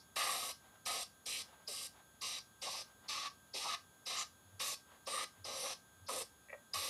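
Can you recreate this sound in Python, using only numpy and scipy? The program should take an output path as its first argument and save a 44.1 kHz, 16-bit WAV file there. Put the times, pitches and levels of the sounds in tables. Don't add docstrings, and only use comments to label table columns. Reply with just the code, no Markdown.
import sys
import numpy as np
from scipy import signal
from scipy.fft import rfft, irfft, next_fast_len
from scipy.io import wavfile

SR = 44100
rng = np.random.default_rng(int(sys.argv[2]) if len(sys.argv) > 2 else 0)


def dump(signal):
    limited = np.clip(np.atleast_2d(signal).T, -1, 1)
    pcm = np.round(limited * 32767).astype(np.int16)
    wavfile.write(sys.argv[1], SR, pcm)


N = 303849
TIME = np.arange(N) / SR
FREQS = np.maximum(np.arange(N // 2 + 1) * SR / N, 1)

PRESSES = [(-.2, -.025, .003, -46, -45, -2, -6, -10, 0, -15, 652.2),
           (0.157, 0.517, .0017, -46, -44, -5, -1.5, -1, -14, -7, 703),
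           (0.855, 1.033, .0038, -52, -42.5, -4, -3.5, -5.5, -11.5, -8.5, 700),
           (1.257, 1.422, 0.0026, -48, -44, -5, -3, -15, 5, -20, 500.6),
           (1.675, 1.87, 0.0094, -37, -50, -0.5, 1.5, -12.5, -3, -17, 538.6),
           (2.212, 2.389, .004, -41, -43.5, -4.5, -9, -14, 11, -23, 637.4),
           (2.616, 2.823, .0037, -52, -46, -5.5, -6.5, -8.5, -1, -11, 579),
           (3.083, 3.277, 0.004, -42, -44, -7.5, -12, -1.5, 10, -23.5, 852),
           (3.538, 3.749, 0.0055, -39, -42.5, -2, -10, -9, 24, -19.5, 860),
           (4.059, 4.231, 0.0041, -47, -43, -1.5, -10, -5.5, 10, -15.5, 701.6),
           (4.594, 4.745, 0.0015, -46, -43.5, -2.5, -3.5, -4.5, -10, -13, 549.8),
           (5.066, 5.243, .009, -44, -46, 0.5, -4.5, 0.5, 6.5, -3.5, 541.5),
           (5.443, 5.734, 0.0039, -46, -47.5, 2.5, -6.5, -3.5, 4.5, -2.5, 571),
           (6.081, 6.225, 0.018, -48, -47.5, 2, 1.5, -2, -8, 1, 550),
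           (6.734, 6.951, 0.0028, -35.5, -43, -1.5, -4.5, -6.5, -10, -11.5, 573)]


def from_db(db):
    return 10 ** (np.asarray(db) / 20)


def rms_one(x):
    return x / np.sqrt(np.mean(x ** 2) + 1e-20)


def shape_db(points):
    hz, db = np.transpose(points)
    return np.interp(np.log(FREQS), np.log(hz), db)


def noise(gains):
    size = next_fast_len(N)
    bin_hz = np.arange(size // 2 + 1) * SR / size
    spectrum = rfft(rng.standard_normal(size)) * np.interp(bin_hz, FREQS, gains)
    return rms_one(irfft(spectrum, size)[:N])


def bell(hz, width_hz):
    return np.exp(-2 * ((FREQS - hz) / width_hz) ** 2)


def drift(rate_hz):
    return noise(1 / (1 + (FREQS / rate_hz) ** 2))


def coil_whine(swing_hz, spike_hz):
    harmonics = [(1, -81), (2, -75), (3, -74.5), (4, -80)]
    mean_hz, warble_hz = 3388, 54.6
    cycle = 2 * np.pi * warble_hz * TIME
    load = (warble_hz * TIME + 1 / 8) % 1
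    spikes = np.cos(2 * cycle) ** 10 * load ** 0.97
    bend_hz = swing_hz * np.cos(cycle) + spike_hz * spikes
    phase = 2 * np.pi * np.cumsum(mean_hz + bend_hz - bend_hz.mean()) / SR
    return sum(np.sqrt(2) * from_db(db) * np.sin(round(k) * phase) for k, db in harmonics)


def background():
    # f/Hz, level before waver/dB rms
    steady_tones = [(1277, -82), (1579, -73), (7998, -86)]
    # f/Hz, relative density/dB
    room_tone = [(20, -36), (40, -27), (55, 0), (95, 4), (130, 1), (240, 1), (320, -5), (1000, -5.5),
                 (1700, -10), (2000, -15.5), (3000, -15.5), (3700, -12.5), (4900, -17.5), (5800, -20.5),
                 (12000, -19), (16000, -27)]
    tones = sum(np.sqrt(2) * from_db(db) * np.sin(2 * np.pi * hz * TIME) for hz, db in steady_tones)
    tones *= from_db(1.3 * drift(5))
    whine = coil_whine(swing_hz=52, spike_hz=650)
    return tones + whine + from_db(-68.1) * noise(from_db(shape_db(room_tone)))


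def valve(lag_s, rise_s, fall_s, early=False):
    flow = np.zeros(N)
    for start, stop, lead, *_ in PRESSES:
        opening = np.clip((TIME - start + early * lead - lag_s) / rise_s, 0, 1)
        flow += opening * np.exp(-np.clip((TIME - stop) / fall_s, 0, 20))
    return flow


def stroke(middle, change):
    times = [s for start, stop, *_ in PRESSES for s in (start, stop)]
    ends = np.column_stack([middle - change / 2, middle + change / 2])
    return np.interp(TIME, times, ends.ravel())


def aim():
    *_, jet_db, jet_change, sizzle_db, roar_db, roar_change, hollow_db, hollow_hz = np.transpose(PRESSES)
    sizzle_follows = 0.93
    hollow_fade_db, hollow_sag_hz = 4.5, 40.34
    return (stroke(jet_db, jet_change),
            stroke(sizzle_db, (sizzle_follows - 1) * jet_change),
            stroke(roar_db, roar_change),
            stroke(hollow_db, -hollow_fade_db),
            stroke(hollow_hz, -hollow_sag_hz))


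def hiss_colour_db():
    # f/Hz, width/Hz, level/dB
    peaks_and_dips = [(1520, 226, -9.5), (2850, 56, 1), (3928, 400, 6.5), (5280, 130, -2), (6640, 480, -7),
                      (7900, 270, -5), (9070, 190, 1), (10270, 210, -5), (10700, 190, 4), (10900, 310, -2),
                      (12070, 290, -8)]
    return sum(db * bell(hz, width_hz) for hz, width_hz, db in peaks_and_dips)


def reflections(x, sway):
    # extra path/s, reflection strength
    surfaces = [(.0011, 0.22), (.0023, 0.096), (.0037, .28), (.0058, 0.14)]
    out = x.copy()
    for delay_s, strength in surfaces:
        moving_delay_s = delay_s * (1 + sway * drift(0.23))
        out += strength * np.interp(TIME - moving_delay_s, TIME, x)
    return out / np.sqrt(1 + sum(strength ** 2 for _, strength in surfaces))


def airbrush():
    # f/Hz, relative density/dB
    jet_shape = [(200, -16), (600, -7.5), (1500, -28.5), (2100, -0.5), (2700, 0.5), (3400, -0.5),
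                 (4900, -0.5), (6200, 2), (6700, -4), (8000, -10), (12000, -32), (16000, -34)]
    sizzle_shape = [(5000, -14), (6400, 1.5), (7300, 3), (8400, 7.5), (9500, 3), (11500, 1), (12600, -3.5),
                    (13400, -12.5), (14800, -29), (16000, -18)]
    roar_shape = [(300, -32), (700, -7), (980, -14.5), (1120, 6), (1260, 5), (1380, -7.5), (1500, -6),
                  (1800, -8), (2150, -6), (3000, -7.5), (5000, -13), (9000, -52)]
    hollow_shape = [(100, -46), (230, -10), (340, -20.5), (430, -3.5), (540, 0), (720, -5.5), (900, -6.5),
                    (1200, -5.5), (2500, -60)]
    jet_db, sizzle_db, roar_db, hollow_db, hollow_hz = aim()
    colour_db = hiss_colour_db()

    jet = from_db(-2.5 + 0.5 * drift(40)) * noise(from_db(shape_db(jet_shape) + colour_db))
    sizzle_gain = from_db(sizzle_db - 1.0 + 1.4 * drift(60))
    sizzle = sizzle_gain * noise(from_db(shape_db(sizzle_shape) + colour_db))

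    eddies = from_db(2.8 * np.tanh(drift(32)))
    roar = from_db(roar_db - 0.92) * noise(from_db(shape_db(roar_shape) + colour_db))

    phase = 2 * np.pi * np.cumsum(hollow_hz) / SR
    note = rms_one(drift(96) * np.cos(phase) + drift(90) * np.sin(phase))
    breath = noise(from_db(shape_db(hollow_shape)))
    hollows = from_db(hollow_db) * (from_db(-5.5) * breath + from_db(-3.5) * note)

    air = valve(lag_s=0, rise_s=0.0084, fall_s=0.0039) * (jet + sizzle)
    air += valve(lag_s=0.0023, rise_s=0.0078, fall_s=0.0055) * eddies * (roar + hollows)
    seat_flow = valve(lag_s=0, rise_s=0.0082, fall_s=0.024, early=True)
    seat = from_db(-7.5) * seat_flow * noise(bell(hz=5000, width_hz=1700))
    return reflections(from_db(jet_db) * (air + seat), sway=0.0536)


def room(x, first_echo_s):
    t60_s = 0.22
    t = TIME[:SR // 2]
    tail = rng.standard_normal(len(t)) * from_db(-60 * t / t60_s) * (t > first_echo_s)
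    return signal.fftconvolve(x, tail / np.linalg.norm(tail))[:N]


def valve_ticks(hz, width_hz, decay_s):
    spurts = np.zeros(N)
    for start, _, _, db, *_ in PRESSES:
        rise = np.clip((TIME - start) / 0.002, 0, 1)
        spurts += from_db(db) * rise * np.exp(-np.clip((TIME - start) / decay_s, 0, 20))
    return spurts * noise(bell(hz, width_hz))


def band_swells():
    burst_bands = [(.23, .091, 1790, 586, -48.5), (.302, 0.39, 11400, 1600, -53),
                   (1.348, 0.048, 2740, 1010, -47), (1.695, .035, 544, 199, -54.5),
                   (1.748, 0.22, 5030, 892, -52.5), (1.78, 0.1, 8800, 1200, -55),
                   (1.797, 0.029, 3000, 587, -53), (2.224, 0.043, 1130, 179, -51),
                   (2.681, 0.013, 940, 500, -44.5), (2.749, 0.012, 990, 400, -48.5),
                   (3.16, 0.037, 1190, 200, -48), (3.545, 0.038, 480, 300, -53),
                   (3.663, 0.024, 990, 614, -44), (3.687, 0.03, 1230, 199, -47),
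                   (4.20, 0.032, 6800, 1300, -44.5), (4.685, 0.058, 6696, 1200, -49),
                   (4.663, 0.072, 11800, 1400, -55), (5.172, 0.04, 1200, 160, -44),
                   (5.156, 0.081, 8800, 1106, -49), (5.18, 0.046, 1893, 400, -51.5),
                   (5.626, 0.065, 9900, 3000, -49), (2.76, .09, 5230, 1100, -50),
                   (5.632, 0.19, 5860, 900, -51), (6.096, .02, 1185, 298, -45),
                   (6.162, .049, 392, 199, -60.5), (6.821, 0.14, 11400, 1400, -53.5)]
    out, colour = np.zeros(N), from_db(hiss_colour_db())
    for s, half_s, hz, width_hz, db in burst_bands:
        swell = np.exp(-np.minimum(((TIME - s) / half_s) ** 2, 20))
        out += from_db(db) * swell * noise(colour * bell(hz, width_hz))
    return out * valve(lag_s=0.0029, rise_s=0.0042, fall_s=0.0054)


def rustles(grain_db):
    rubs = [(0.66, 0.044, -67), (0.753, .03, -66.5), (1.513, 0.072, -65), (1.62, .025, -68.5),
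            (1.979, 0.041, -63.5), (2.904, .04, -67), (3.054, 0.038, -65), (4.93, .055, -63.5),
            (5.378, .04, -69.5)]
    # f/Hz, relative density/dB
    rub_shape = [(300, -16), (600, -2), (1000, -0.5), (1600, -6), (2500, -13), (3800, -12.5), (6000, -28),
                 (10000, -38)]
    swells = sum(from_db(db) * np.exp(-((TIME - s) / half_s) ** 2) for s, half_s, db in rubs)
    grain = from_db(grain_db * np.tanh(drift(40)))
    return swells * grain * noise(from_db(shape_db(rub_shape)))


def bumps(hz, width_hz):
    hand_bumps = [(3.003, 0.022, -63.5), (4.337, 0.034, -72), (4.524, 0.098, -63.5), (5.439, 0.04, -62.5),
                  (6.011, 0.047, -61), (6.784, 0.022, -55.5)]
    swells = sum(from_db(db) * np.exp(-((TIME - s) / half_s) ** 2) for s, half_s, db in hand_bumps)
    return noise(bell(hz, width_hz)) * swells


def ring(clicks, hz, t60_s):
    radius, w = from_db(-60 / (t60_s * SR)), 2 * np.pi * hz / SR
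    return signal.lfilter([0, np.sin(w)], [1, -2 * radius * np.cos(w), radius * radius], clicks + 1e-18)


def smack(soft_hz):
    # t/s, low strike/dB, high strike/dB
    contacts = [(6.485, -66, -56), (6.495, -66, -51), (6.4985, -62, -50), (6.502, -60, -47),
                (6.516, -66, -55), (6.527, -52, -50), (6.5295, -42, -43), (6.539, -47, -51),
                (6.547, -47, -60)]
    # f/Hz, level relative to strike/dB, t60/s
    low_modes = [(575, 1.5, 0.085), (1330, 1, 0.026)]
    high_modes = [(1894, 1, 0.041), (2320, -2.5, 0.031), (2640, -3, 0.013)]
    s, low_db, high_db = np.transpose(contacts)
    groups = [(low_modes, low_db, [400, 1150]), (high_modes, high_db, [1600, soft_hz])]
    out = np.zeros(N)
    for modes, strike_db, band_hz in groups:
        clicks = np.zeros(N)
        clicks[(s * SR).astype(int)] = from_db(strike_db)
        rings = sum((-1) ** k * from_db(db) * ring(clicks, hz, t60_s)
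                    for k, (hz, db, t60_s) in enumerate(modes))
        band = signal.butter(4, band_hz, "band", fs=SR, output="sos")
        out += signal.sosfilt(band, rings)
    return out


def scene():
    near = airbrush() + band_swells() + valve_ticks(hz=5030, width_hz=610, decay_s=0.0078)
    near += smack(soft_hz=2730) + rustles(grain_db=2)
    mono = near + from_db(-12) * room(near, first_echo_s=0.0071)
    mono += bumps(hz=96.0, width_hz=14.5) + background()
    return np.array([mono, mono])


def record(dry):
    bass_cut = signal.butter(4, 42, "high", fs=SR, output="sos")
    top_cut = signal.ellip(10, 0.1, 80, 15500, fs=SR, output="sos")
    return signal.sosfilt(top_cut, signal.sosfilt(bass_cut, dry))


dry = scene()
out = record(dry)
dump(out)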